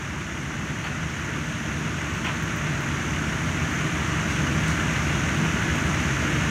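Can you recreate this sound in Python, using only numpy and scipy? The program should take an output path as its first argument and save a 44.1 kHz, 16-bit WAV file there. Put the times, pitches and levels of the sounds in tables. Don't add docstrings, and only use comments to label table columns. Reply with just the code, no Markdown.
import sys
import numpy as np
from scipy import signal
from scipy.fft import rfft, irfft
from scipy.io import wavfile
from scipy.ndimage import uniform_filter1d

SR = 44100
rng = np.random.default_rng(int(sys.argv[2]) if len(sys.argv) > 2 else 0)


def waveform_to_disk(signal):
    frames = np.transpose(np.atleast_2d(signal))
    scaled = np.clip(frames, -1, 1) * 32767
    samples = np.round(scaled).astype(np.int16)
    wavfile.write(sys.argv[1], SR, samples)


N = 286650
T = np.arange(N) / SR

IDLE_HZ, PUMP_HZ, FAR_HZ, SMALL_HZ = 12.209, 22.5, 17.235, 27.14
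FAN_HZ, ALTERNATOR_HZ, GEAR_HZ = 161.1, 298.47, 592.0

# [multiple of its rate above, level/dB rms]
IDLE_HARMONICS = [(3, -69), (6, -50), (18, -48), (21, -47.5), (27, -52), (30, -59)]
PUMP_HARMONICS = [(3, -40), (4, -43), (5, -46), (6, -39), (7, -49.5), (8, -55), (28, -56), (40, -63),
                  (42, -58), (76, -53.5), (100, -54)]
FAR_HARMONICS = [(3, -61), (4, -77), (5, -56), (6, -44), (7, -46.5)]
SMALL_HARMONICS = [(2, -50), (3, -42), (4, -46)]
FAN_HARMONICS = [(1, -38.5), (2, -54)]
ALTERNATOR_HARMONICS = [(1, -44), (3, -60)]
GEAR_HARMONICS = [(1, -54)]

CYLINDER_KNOCKS = [2, 4, -0.5, 0.5, 1.5, -1]
# [f/Hz, width/Hz, relative level/dB]
BLOCK_RESONANCES = [(641, 16, -6.5), (1155, 60, -8.5), (1448, 48, -2.5), (1536, 50, -1.5), (1752, 61, -5),
                    (2042, 39, -3.5), (2657, 25, -5), (2887, 90, -7.5), (3540, 55, -15)]

# [f/Hz, level/dB per Hz]
RUMBLE_SPECTRUM = [(20, -42), (45, -23), (62, -13), (85, -2.5), (118, -11), (150, 1.5), (175, -5.5),
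                   (240, -6), (275, -12.5), (310, -8.5), (400, -17), (520, -22.5), (900, -30.5),
                   (3000, -70)]
WATER_SPECTRUM = [(200, -60), (540, -10.5), (650, -3.5), (770, -7), (1150, -1.5), (1500, 0.5), (2100, -1.5),
                  (2900, -6), (3700, -14), (4900, -21), (8500, -24.5), (11500, -33), (14000, -34.5),
                  (16000, -43)]
CLATTER_SPECTRUM = [(300, -47), (800, -10.5), (1200, -3), (1480, 0.5), (1620, -4), (1800, 1), (2800, -6.5),
                    (3700, -16), (5000, -26.5), (12000, -39)]
INJECTOR_SPECTRUM = [(2500, -58), (5000, -14.5), (5750, -2.5), (6050, -1), (6450, 0.5), (7100, -6),
                     (7800, -15.5), (9500, -23.5), (15000, -42)]
KNOCK_SPECTRUM = [(200, -23), (600, 4.5), (1000, 7.5), (1600, 7), (2000, 7), (2500, 6.5), (3200, 2.5),
                  (3600, -9), (4500, -14), (5200, -16), (9000, -24), (15000, -36)]
SPATTER_SPECTRUM = [(1000, -25), (4000, 2), (6000, 2), (9000, -1), (12000, -17), (15500, -15)]
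TICK_SPECTRUM = [(4000, -30), (10000, -15), (13500, 2), (15500, -1)]
# [f/Hz, level/dB]
GEARING_SPECTRUM = [(150, -28), (230, 4), (450, -0.5), (780, -4.5), (950, -13), (1500, 3), (2400, -17),
                    (3500, -36)]

# [t/s, level/dB, t60/s, ring f/Hz]
TOOL_KNOCKS = [(.841, -30.5, 0.39, 4377), (2.244, -27, 0.28, 3106), (2.266, -34.5, 0.51, 3080)]
# [t/s, level/dB, t60/s]
CRISP_TICKS = [(.843, -56, .08), (2.139, -55, .12), (2.245, -52, 0.13), (2.423, -45, 0.09),
               (2.559, -44, .085), (2.804, -49, .1), (3.71, -54, .16), (5.754, -48, .14)]
# [t/s, level/dB, t60/s]
WATER_SPATTERS = [(4.29, -44, 0.72), (4.671, -34.5, 0.26)]

RISE_DB_PER_S, FULL_AT_S, FULL_DB = 1.4364, 4.93, 1.75
CLANK_WIDTH_HZ, CLANK_DB, CLANK_T60 = 210, -11.5, 0.15
EDGE_HZ = 15700


def amp(db):
    return 10 ** (np.asarray(db) / 20)


def evened(x):
    return x / np.sqrt(np.mean(x ** 2) + 1e-20)


def noise():
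    return rng.standard_normal(N)


def read(points, hz):
    f, db = np.transpose(points)
    return np.interp(np.log(hz + 1), np.log(f + 1), db)


def coloured(x, points):
    gain = amp(read(points, np.fft.rfftfreq(N, 1 / SR)))
    return evened(irfft(rfft(x) * gain, N))


def wander(rate_hz):
    hz = np.fft.rfftfreq(N, 1 / SR)
    lowpass = (hz > 0) / (1 + (hz / rate_hz) ** 4)
    return evened(irfft(rfft(noise()) * lowpass, N))


def shaft(hz, drift_s):
    return hz * (T + drift_s * wander(0.28))


def burst(turns, start, length):
    age = ((turns - start) % 1) / length
    return age * np.exp(1 - age)


def hum(turns, harmonics, waver_db):
    out = np.zeros(N)
    for order, db in harmonics:
        level = amp(db + waver_db * wander(2))
        phase = 2 * np.pi * (order * turns + rng.random())
        out += level * np.sqrt(2) * np.cos(phase)
    return out


def ringing(x, modes):
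    hz = np.fft.rfftfreq(N, 1 / SR)
    response = sum(amp(db) / (1 + 2j * (hz - f) / width) ** 2 for f, width, db in modes)
    return evened(irfft(rfft(x) * response, N))


def street(x, echo_db=-7, latest_s=0.03, count=14):
    delays = rng.uniform(0.002, latest_s, count)
    signs = rng.choice([-1, 1], count)
    echoes = sum(sign * np.roll(x, round(s * SR)) for s, sign in zip(delays, signs))
    return evened(x + amp(echo_db) * echoes / np.sqrt(count))


def idling_diesel(clatter_db=-38, block_db=-40.5, injector_db=-42.0):
    turns = shaft(IDLE_HZ, drift_s=0.00017)
    firings = 3 * turns
    knock_start = 0.5
    cylinder = np.floor(firings - knock_start).astype(int) % len(CYLINDER_KNOCKS)
    knocks = amp(CYLINDER_KNOCKS)[cylinder] * burst(firings, knock_start, length=0.25)
    clatter = amp(clatter_db) * street(coloured(knocks * noise(), CLATTER_SPECTRUM))
    block = amp(block_db) * ringing(knocks * noise(), BLOCK_RESONANCES)

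    main_tick = burst(firings, start=0.78, length=0.061) ** 2
    second_tick = burst(firings, start=0.19, length=0.093) ** 2
    ticks = np.sqrt(main_tick + 0.52 * second_tick + 0.62)
    sizzle = coloured(ticks * noise(), INJECTOR_SPECTRUM)
    injectors = amp(injector_db) * street(sizzle, echo_db=-10.5)
    return hum(turns, IDLE_HARMONICS, waver_db=1.5) + clatter + block + injectors


def pump_engine(gearing_db=-43, count=150):
    turns = shaft(PUMP_HZ, drift_s=0.00003)
    orders = np.arange(count)
    random_phases = np.exp(2j * np.pi * rng.random(count))
    one_turn = irfft(amp(read(GEARING_SPECTRUM, orders * PUMP_HZ)) * random_phases, 4096)
    gearing = np.interp(turns, np.arange(len(one_turn)) / len(one_turn), one_turn, period=1)
    return hum(turns, PUMP_HARMONICS, waver_db=1.0) + amp(gearing_db) * evened(gearing)


def other_machines():
    machines = [(FAR_HZ, FAR_HARMONICS), (SMALL_HZ, SMALL_HARMONICS), (FAN_HZ, FAN_HARMONICS),
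                (ALTERNATOR_HZ, ALTERNATOR_HARMONICS), (GEAR_HZ, GEAR_HARMONICS)]
    return sum(hum(shaft(hz, drift_s=0.00016), harmonics, waver_db=0.44) for hz, harmonics in machines)


def water(level_db=-32.0, patchy_db=0.72, swell_db=0.03):
    bins = signal.stft(noise(), nperseg=512)[2]
    patches = rng.standard_normal(bins.shape)
    patches = uniform_filter1d(patches, size=14, axis=0)
    patches = evened(uniform_filter1d(patches, size=9, axis=1))
    spray = signal.istft(bins * amp(patchy_db * patches), nperseg=512)[1][:N]
    return amp(level_db + swell_db * wander(2.6)) * coloured(spray, WATER_SPECTRUM)


def rumble(level_db=-29.0, surge_db=0.5):
    return amp(level_db + surge_db * wander(8.1)) * coloured(noise(), RUMBLE_SPECTRUM)


def swell():
    return amp(FULL_DB - RISE_DB_PER_S * np.maximum(FULL_AT_S - T, 0))


def decays(rows, rise_s):
    envelope = np.zeros(N)
    for s, db, t60 in rows:
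        age = np.maximum(T - s, 0)
        rise = 1 - np.exp(-age / rise_s)
        envelope += amp(db) * rise * np.exp(-np.log(1000) * age / t60)
    return envelope


def tool_knocks():
    cracks = [row[:3] for row in TOOL_KNOCKS]
    out = decays(cracks, rise_s=0.0012) * coloured(noise(), KNOCK_SPECTRUM)
    blow = noise()
    for s, db, _, ring_hz in TOOL_KNOCKS:
        ring = ringing(blow, [(ring_hz, CLANK_WIDTH_HZ, 0)])
        out += decays([(s, db + CLANK_DB, CLANK_T60)], rise_s=0.002) * ring
    return out


def crisp_ticks():
    return decays(CRISP_TICKS, rise_s=0.002) * coloured(noise(), TICK_SPECTRUM)


def spatters(drops_per_s=1500, wash=0.6):
    drops = evened(noise() * (rng.random(N) < drops_per_s / SR))
    shower = coloured(drops + wash * noise(), SPATTER_SPECTRUM)
    return decays(WATER_SPATTERS, rise_s=0.0067) * shower


def scene():
    steady = idling_diesel() + pump_engine() + other_machines() + water() + rumble()
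    return (steady * swell() + tool_knocks() + crisp_ticks() + spatters())[None]


def record(dry):
    lowpass = signal.firwin(601, EDGE_HZ, window=("kaiser", 9), fs=SR)
    return signal.oaconvolve(dry, lowpass[None], "same")


dry = scene()
out = record(dry)
waveform_to_disk(out)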